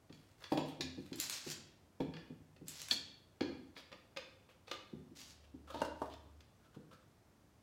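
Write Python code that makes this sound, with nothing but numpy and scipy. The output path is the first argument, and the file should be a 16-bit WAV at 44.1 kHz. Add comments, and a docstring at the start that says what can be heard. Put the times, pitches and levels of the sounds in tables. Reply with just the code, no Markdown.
"""Bar clamp fitted to a wooden box

A one-handed bar clamp is fitted to a glued box on a workbench, in a small workshop.
Box, bar, jaw, trigger and joint are banks of damped modes struck over bursts of contact noise.
The bar's slide, the hand's rubs and the sleeve are grainy noise; the joint also creaks by small slips.
Under them lie room air and a low drone. Noise tails make the room answer all but the sways and background."""
import sys
import numpy as np
from scipy import signal
from scipy.fft import rfft, irfft, next_fast_len
from scipy.io import wavfile

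SR = 44100
rng = np.random.default_rng(int(sys.argv[2]) if len(sys.argv) > 2 else 0)


def unload_audio(sound):
    """Save the sound as a 16-bit wav file, at the path given as the first command line argument."""
    columns = np.transpose(np.atleast_2d(sound))
    # keep every value between -1 and 1, then stretch to whole-number steps
    steps = np.round(np.clip(columns, -1, 1) * 32767)
    wavfile.write(sys.argv[1], SR, steps.astype(np.int16))


N = 336330
TIME = np.arange(N) / SR
TOP_HZ = 15900

# Spectra and modes give relative levels. Hardness tips a blow's treble up against its bass.
# room air spectrum: (frequency [Hz], level [dB per Hz])
AIR = [(15, -44.5), (25, -16), (102, 2), (123, -4.5), (152, -6), (216, -8), (352, -10.5), (513, -15),
       (587, -13.5), (769, -16.5), (1060, -19.5), (3220, -29.5), (5670, -30), (15800, -39)]
AIR_DB = -67.5
# low drone; the release follows the length
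DRONE_START_S, DRONE_LENGTH_S, DRONE_ATTACK_S, DRONE_RELEASE_S, DRONE_DB = 5.11, 1.28, 0.59, 0.12, -61.5
# workshop decay: (frequency [Hz], t60 [s])
ROOM = [(100, 0.97), (300, 0.65), (1000, 0.59), (3500, 0.6), (7000, 0.43), (14000, 0.2)]

# sleeve swishes as the arm moves: (time [s], length [s], level [dB])
SWISHES = [(0.11, 0.25, -75.5), (0.366, 0.1, -71), (0.48, 0.08, -68.5), (0.652, 0.054, -61.5),
           (0.947, 0.25, -71), (5.93, 0.19, -70.5)]
# cloth spectrum: (frequency [Hz], level [dB per Hz])
CLOTH = [(300, -30), (1500, 4), (4500, 2), (8000, -3), (15000, -10)]
# hand and pads rub on wood: (time [s], length [s], level [dB], resonance centre [Hz])
RUBS = [(0.411, 0.033, -63, 1660), (0.65, 0.12, -69, 3480), (3.754, 0.058, -56.5, 4440),
        (4.49, 0.039, -66.5, 2460), (4.667, 0.098, -59, 3640), (5.429, 0.04, -71.5, 2710),
        (5.672, 0.054, -55, 1250), (5.72, 0.14, -56, 4070), (6.097, 0.048, -63, 3660),
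        (6.592, 0.088, -69.5, 1400), (6.726, 0.042, -66.5, 1340), (6.908, 0.05, -60, 1410),
        (6.999, 0.055, -74, 1190)]
# rub spectrum: (frequency [Hz], level [dB per Hz])
RUB = [(100, -53), (300, -26), (500, 12.5), (750, -1), (1300, 2), (2000, -6.5), (3200, -0.5), (8000, -13.5),
       (15000, -20)]

# shoves of the bar through the jaw: (time [s], length [s], level [dB], level fall [dB/s])
STROKES = [(1.171, 0.098, -47.5, 4), (1.282, 0.21, -48.5, 49), (1.464, 0.053, -45, 20),
           (2.657, 0.2, -58.5, -12), (2.897, 0.035, -41, 29), (5.149, 0.17, -56.5, 54)]
SHOVE_ATTACK_S, SHOVE_RELEASE_S = 0.035, 0.02
# sliding bar catches: (time [s], level [dB], hardness [dB])
CATCHES = [(1.158, -60.5, 6), (1.2005, -42, 4), (1.2972, -45.5, -1), (1.501, -52.5, -1.5), (2.6825, -52, 8),
           (2.8165, -53.5, -0.5), (2.8848, -54.5, -3)]
# bar-in-jaw spectrum: (frequency [Hz], level [dB per Hz])
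SLIDE = [(200, -36.5), (500, -5.5), (1000, -5.5), (1600, -1.5), (2500, 0.5), (4200, 4), (5800, 3.5),
         (7600, 0.5), (8600, -6.5), (12000, -9), (15800, -13.5)]
# registers of a catch: (upper edge [Hz], level [dB])
CATCH_BALANCE = [(7000, 0), (20000, 0)]

# joint slips under pressure: (time [s], level [dB], hardness [dB])
CRACKS = [(5.743, -46.5, -7), (5.755, -48, -7), (5.816, -32.5, 5), (5.848, -46.5, 20), (6.017, -39, -6)]
# joint modes: (frequency [Hz], level [dB], t60 [s])
JOINT = [(113, -22, 0.26), (286, 2, 0.03), (313, -23.5, 0.7), (564, 1.5, 0.033), (634, -3, 0.04),
         (908, -1, 0.055), (970, -22, 0.29), (1160, -8, 0.017), (1427, -12.5, 0.026), (1727, -14, 0.019),
         (2816, -19, 0.049)]
# splitting noise spectrum: (frequency [Hz], level [dB per Hz])
SPLIT = [(30, -45), (100, 2.5), (700, 7), (1600, -3), (2300, -16.5), (4500, -15), (9000, -23),
         (15000, -33.5)]
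# registers of a crack: (upper edge [Hz], level [dB])
JOINT_BALANCE = [(430, -7), (1100, -0.5), (2500, -11.5), (20000, -19.5)]
# small slips gather before each crack and die away after it
CREAK_DB, CREAK_BUILD_S, CREAK_SETTLE_S = -24, 0.035, 0.05

# box knocks on the bench: (time [s], level [dB], hardness [dB])
KNOCKS = [(0.096, -55.5, -4.5), (0.517, -27.5, 10), (0.572, -30.5, 15), (0.797, -44, 3), (0.974, -49, -6),
          (1.113, -46.5, -5.5), (1.463, -46, -0.5), (2.0, -33, 8), (2.299, -51.5, -6.5), (2.611, -54, -3.5),
          (2.911, -44.5, 8.5), (3.407, -31.5, 3), (4.928, -50, -10.5), (5.11, -62.5, -10),
          (5.538, -56.5, -12.5), (6.763, -51, -2)]
# box modes: (frequency [Hz], level [dB], t60 [s])
BOX = [(152.5, -15.5, .3), (225, -17.5, 0.075), (268.9, -5.5, 0.077), (324, -5.5, 0.047),
       (360.4, -4.5, 0.046), (497, -5, 0.074), (574, -7, 0.04), (782, -9, 0.0469), (907, -13, 0.047)]
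# knock noise spectrum: (frequency [Hz], level [dB per Hz])
THUD = [(35, -62), (70, -15), (150, 0), (400, 0), (920, -2.5), (1200, -18), (2500, -41)]
# registers of a knock: (upper edge [Hz], level [dB])
BOX_BALANCE = [(430, 0), (20000, -14)]
# bench top sways under a push: (time [s], level [dB])
SWAYS = [(0.527, -51), (0.81, -44.5), (3.415, -51), (4.931, -59)]
# bench modes: (frequency [Hz], level [dB], t60 [s])
BENCH = [(83.5, -3.5, 0.97), (123, -2, 0.2), (258, -2.5, 0.78)]

# steel bar is hit: (time [s], level [dB], hardness [dB])
CLINKS = [(0.1251, -65, 5), (0.439, -54.5, -1.5), (0.5199, -53, -4.5), (0.573, -48, 1),
          (0.8075, -42.5, 7.5), (1.1283, -54, 7.5), (2.003, -59, -8), (2.1364, -61.5, -10),
          (2.166, -61.5, -13), (3.4071, -48.5, -7), (3.7638, -63, -16.5)]
# bar modes: (frequency [Hz], level [dB], t60 [s])
STEEL = [(1670, -8, 0.062), (1750, -9, 0.089), (2416, -7, 0.095), (2650, -6.5, 0.026), (3380, 11.5, 0.022),
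         (3550, -15.5, 0.049), (4010, -17, 0.047), (4300, -6.5, 0.056), (4720, 1, 0.023), (4400, -18, 0.09),
         (5370, -16, .1), (7100, -15, 0.27)]
# registers of a clink: (upper edge [Hz], level [dB])
STEEL_BALANCE = [(2900, -0.5), (5500, 0.5), (20000, -12)]
# sliding jaw slams home: (time [s], level [dB], hardness [dB])
SLAMS = [(2.9095, -29.5, 0.5)]
# jaw modes: (frequency [Hz], level [dB], t60 [s])
JAW = [(1750, -9, 0.093), (2380, -9, 0.055), (2680, -8, .06), (3300, -5, 0.063), (3435, -5.5, 0.051),
       (4190, -4, .04), (4300, -3, 0.032), (4470, 0, 0.049), (5040, -23.5, 0.093), (6420, -24.5, 0.12),
       (7070, -27, 0.13), (7960, -20, 0.1)]
# long-ringing jaw modes: (frequency [Hz], level [dB], t60 [s])
JAW_HUM = [(3370, -28.5, 0.44), (4440, -23, 0.424)]
# registers of a slam: (upper edge [Hz], level [dB])
JAW_BALANCE = [(2900, -13), (5500, 0), (20000, -18.5)]
# plastic trigger and grip clack: (time [s], level [dB], hardness [dB])
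CLACKS = [(0.095, -73, -8), (0.418, -70, -4), (2.562, -72.5, -3.5), (3.916, -63.5, -5.5),
          (3.925, -59.5, -6), (4.162, -58.5, -5), (4.169, -48, 0.5), (4.488, -73.5, -13),
          (4.678, -61, -1.5), (4.712, -46, 1), (6.136, -64.5, 10), (6.404, -69, 11)]
# trigger modes: (frequency [Hz], level [dB], t60 [s])
TRIGGER = [(336.5, -25.5, 0.041), (521.4, 3.5, 0.044), (1215, -4.5, 0.063), (1837, -13.5, 0.066),
           (2560, -4.5, 0.066), (3546, 13.5, .025), (4070, -23, 0.041)]
# registers of a clack: (upper edge [Hz], level [dB])
TRIGGER_BALANCE = [(1000, -0.5), (2900, 1), (5500, -2), (20000, -11)]
# clamp contact noise spectrum: (frequency [Hz], level [dB per Hz])
RATTLE = [(50, -54), (150, -16), (300, -7.5), (700, -13), (1200, -8), (2000, -8.5), (4500, -1.5),
          (7000, -13), (9000, -24.5), (15000, -28.5)]


def amp(db):
    """Decibels to gain."""
    return 10 ** (np.asarray(db) / 20)


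def unit(x):
    """Scale to rms 1."""
    return x / np.sqrt(np.mean(x ** 2) + 1e-20)


def along(points, hz):
    """Interpolate (Hz, value) points on a log frequency axis."""
    point_hz, values = np.transpose(points)
    return np.interp(np.log(hz + 1), np.log(point_hz + 1), values)


def filtered(x, gain):
    """Apply a frequency-dependent gain."""
    size = next_fast_len(len(x) + 4096)
    hz = np.fft.rfftfreq(size, 1 / SR)
    return irfft(rfft(x, size) * gain(hz), size)[:len(x)]


def coloured(x, spectrum):
    """Shape x by a spectrum, at rms 1."""
    return unit(filtered(x, lambda hz: amp(along(spectrum, hz))))


def add(track, start_s, x):
    """Mix x into the track at start_s."""
    start = max(round(start_s * SR), 0)
    track[start:start + len(x)] += x[:N - start]


def wander(t, rate_hz):
    """Random values drawn at rate_hz, joined by straight lines."""
    return np.interp(t * rate_hz, np.arange(len(t)), rng.standard_normal(len(t)))


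def envelope(start_s, length_s, attack_s, release_s):
    """Rise from the start, hold to the end of the length, then release."""
    t = TIME - start_s
    return np.clip(t / attack_s, 0, 1) * np.clip(1 - (t - length_s) / release_s, 0, 1)


def arch(t, length_s):
    """A stroke of the hand: it gathers speed and comes to rest."""
    return np.sqrt(np.abs(np.sin(np.pi * np.clip(t / length_s, 0, 1))))


def in_room(x, wet_db, early_db=-5, early_t60_s=0.11):
    """Direct sound, quick reflections from bench and cabinets, then the workshop's tail."""
    hz, t, bins = signal.stft(rng.standard_normal(SR * 3 // 4), SR, nperseg=256)
    decay = amp(-60 * t / along(ROOM, hz)[:, None])
    tail = signal.istft(bins * decay, SR, nperseg=256)[1]
    t = np.arange(len(tail)) / SR
    fade_in = np.clip(t / 0.004 - 1, 0, 1)  # silent for 4 ms, full at 8 ms
    early = rng.standard_normal(len(t)) * amp(-60 * t / early_t60_s)
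    reflections = unit(fade_in * tail) + amp(early_db) * unit(fade_in * early)
    answer = amp(wet_db) * reflections / np.sqrt(len(t))
    return x + signal.fftconvolve(x, answer)[:len(x)]


def ring(modes, t, scatter_db=3.0, blur_s=2e-6):
    """Damped modes, new strengths per blow; loose contacts make phase wander, most in the treble."""
    loose_t = t + blur_s * np.cumsum(rng.standard_normal(len(t)))  # blur_s is the step per sample
    total = 0
    for k, (hz, db, t60_s) in enumerate(modes):
        decay = amp(db + scatter_db * rng.normal() - 60 * t / t60_s)
        total = total + (-1) ** k * decay * np.sin(2 * np.pi * hz * loose_t)
    return total


def blows(rows, modes, contact, balance, attack_s, noise_db, noise_t60_s, wet_db):
    """Each blow rings the modes over contact noise; its hardness tips the balance of the registers."""
    track = np.zeros(N)
    t = np.arange(SR * 3 // 4) / SR
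    onset = t < 0.012
    leans = np.linspace(-0.5, 0.5, len(balance))
    for start_s, db, hardness_db in rows:
        noise = coloured(rng.standard_normal(len(t)), contact) * amp(noise_db - 60 * t / noise_t60_s)
        # the parts meet over a short time
        rest = (ring(modes, t) + noise) * (1 - np.exp(-(t / attack_s) ** 2))
        blow = 0
        # split off registers from low to high, each levelled by its onset
        for (edge_hz, register_db), lean in zip(balance, leans):
            part = filtered(rest, lambda hz: 1 / (1 + (hz / edge_hz) ** 12))
            rest = rest - part
            blow = blow + amp(register_db + lean * hardness_db) * part / np.std(part[onset])
        add(track, start_s, in_room(amp(db) * blow, wet_db))
    return track


def friction(spectrum, grain_db, grains_hz):
    """Noise of many tiny slips, each with its own size."""
    sizes = wander(TIME, grains_hz)
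    return coloured(rng.standard_normal(N) * amp(grain_db * sizes), spectrum)


def background(drone_hz=73.6):
    """Quiet noise of room air, and a slightly wavering sine that swells as the clamp is tightened."""
    waver = coloured(rng.standard_normal(N), [(4, 0), (15, -20), (40, -100)])
    swell = envelope(DRONE_START_S, DRONE_LENGTH_S, DRONE_ATTACK_S, DRONE_RELEASE_S)
    drone = swell * np.sqrt(2) * np.sin(2 * np.pi * drone_hz * TIME + 0.2 * waver)
    air = coloured(rng.standard_normal(N), AIR)
    return amp(DRONE_DB) * drone + amp(AIR_DB) * air


def sleeve():
    """A faint, bright, grainy swish of cloth with each move of the arm."""
    motion = sum(amp(db) * arch(TIME - start_s, length_s) for start_s, length_s, db in SWISHES)
    cloth = friction(CLOTH, grain_db=8, grains_hz=402)
    return in_room(motion * cloth, wet_db=-2.5)


def handling(lift_db=7):
    """Short, grainy rubs that swell and fade, each with a broad resonance of its own."""
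    track = np.zeros(N)
    t = np.arange(SR // 2) / SR
    for start_s, length_s, db, centre_hz in RUBS:
        grains = wander(t, 150)
        rub = coloured(rng.standard_normal(len(t)) * amp(4.3 * grains), RUB)
        rub = unit(filtered(rub, lambda hz: 1 + amp(lift_db) / (1 + (5 * (hz / centre_hz - 1)) ** 2)))
        add(track, start_s, amp(db) * rub * arch(t, length_s))
    return in_room(track, wet_db=-5.0)


def slide(burrs_hz=90, judder_db=3.42, judder_hz=60):
    """The bar hisses through the jaw at a juddering speed, crackles over burrs and catches."""
    speed = 0
    for start_s, length_s, db, fall_db_per_s in STROKES:
        level_db = db - fall_db_per_s * np.clip(TIME - start_s, 0, length_s)
        speed = speed + amp(level_db) * envelope(start_s, length_s, SHOVE_ATTACK_S, SHOVE_RELEASE_S)
    burrs = (rng.random(N) < burrs_hz / SR) * rng.standard_normal(N)
    # each burr gives a noise grain of 40 samples
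    burr_grain = rng.standard_normal(40) * np.hanning(40)
    grit = coloured(signal.lfilter(burr_grain, 1, burrs), SLIDE)
    judder = amp(judder_db * wander(TIME, judder_hz))
    hiss = friction(SLIDE, grain_db=3.5, grains_hz=703)
    scrape = speed * judder * (hiss + amp(-11) * grit)
    ticks = blows(CATCHES, [], SLIDE, CATCH_BALANCE,
                  attack_s=0.00033, noise_db=0, noise_t60_s=0.015, wet_db=-1.5)
    return in_room(scrape, wet_db=-4.0) + ticks


def joint(slips_hz=140):
    """Irregular small slips make the wood creak around each big one, which cracks."""
    strain = 0
    for crack_s, db, _ in CRACKS:
        distance = np.maximum((crack_s - TIME) / CREAK_BUILD_S, (TIME - crack_s) / CREAK_SETTLE_S)
        strain = strain + amp(db) * np.exp(-distance)
    slips = (rng.random(N) < slips_hz / SR) * amp(4 * rng.standard_normal(N))
    slip_ring = ring(JOINT, np.arange(SR // 2) / SR)
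    creak = unit(signal.fftconvolve(slips, slip_ring)[:N]) * strain
    cracks = blows(CRACKS, JOINT, SPLIT, JOINT_BALANCE,
                   attack_s=0.0013, noise_db=-1.0, noise_t60_s=0.0474, wet_db=-6.0)
    return amp(CREAK_DB) * in_room(creak, wet_db=-7) + cracks


def box():
    """Dull modal knocks of the box, and the low, slow-decaying sway of the bench top under it."""
    track = blows(KNOCKS, BOX, THUD, BOX_BALANCE,
                  attack_s=0.0042, noise_db=-4.0, noise_t60_s=0.1, wet_db=-5.5)
    t = np.arange(SR) / SR
    for start_s, db in SWAYS:
        add(track, start_s, amp(db) * ring(BENCH, t) * (1 - np.exp(-(t / 0.018) ** 2)))
    return track


def clamp():
    """Struck modes: the steel bar clinks, the jaw rings as it slams home, the plastic trigger clacks."""
    steel = blows(CLINKS, STEEL, RATTLE, STEEL_BALANCE,
                  attack_s=0.0016, noise_db=13.5, noise_t60_s=0.027, wet_db=-3)
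    jaw = blows(SLAMS, JAW + JAW_HUM, RATTLE, JAW_BALANCE,
                attack_s=0.0015, noise_db=-1.5, noise_t60_s=0.033, wet_db=-9)
    trigger = blows(CLACKS, TRIGGER, RATTLE, TRIGGER_BALANCE,
                    attack_s=0.0028, noise_db=16.0, noise_t60_s=0.027, wet_db=-5)
    return steel + jaw + trigger


def scene():
    """Sum of all sources, in one channel."""
    return (box() + clamp() + slide() + handling() + sleeve() + joint() + background())[None]


def record(dry, low_cut_hz=42):
    """Thin the deep bass and keep nothing from TOP_HZ up."""
    high_pass = signal.butter(2, low_cut_hz, "highpass", fs=SR, output="sos")
    thinned = signal.sosfilt(high_pass, dry)
    return np.array([filtered(channel, lambda hz: hz < TOP_HZ) for channel in thinned])


dry = scene()
out = record(dry)
unload_audio(out)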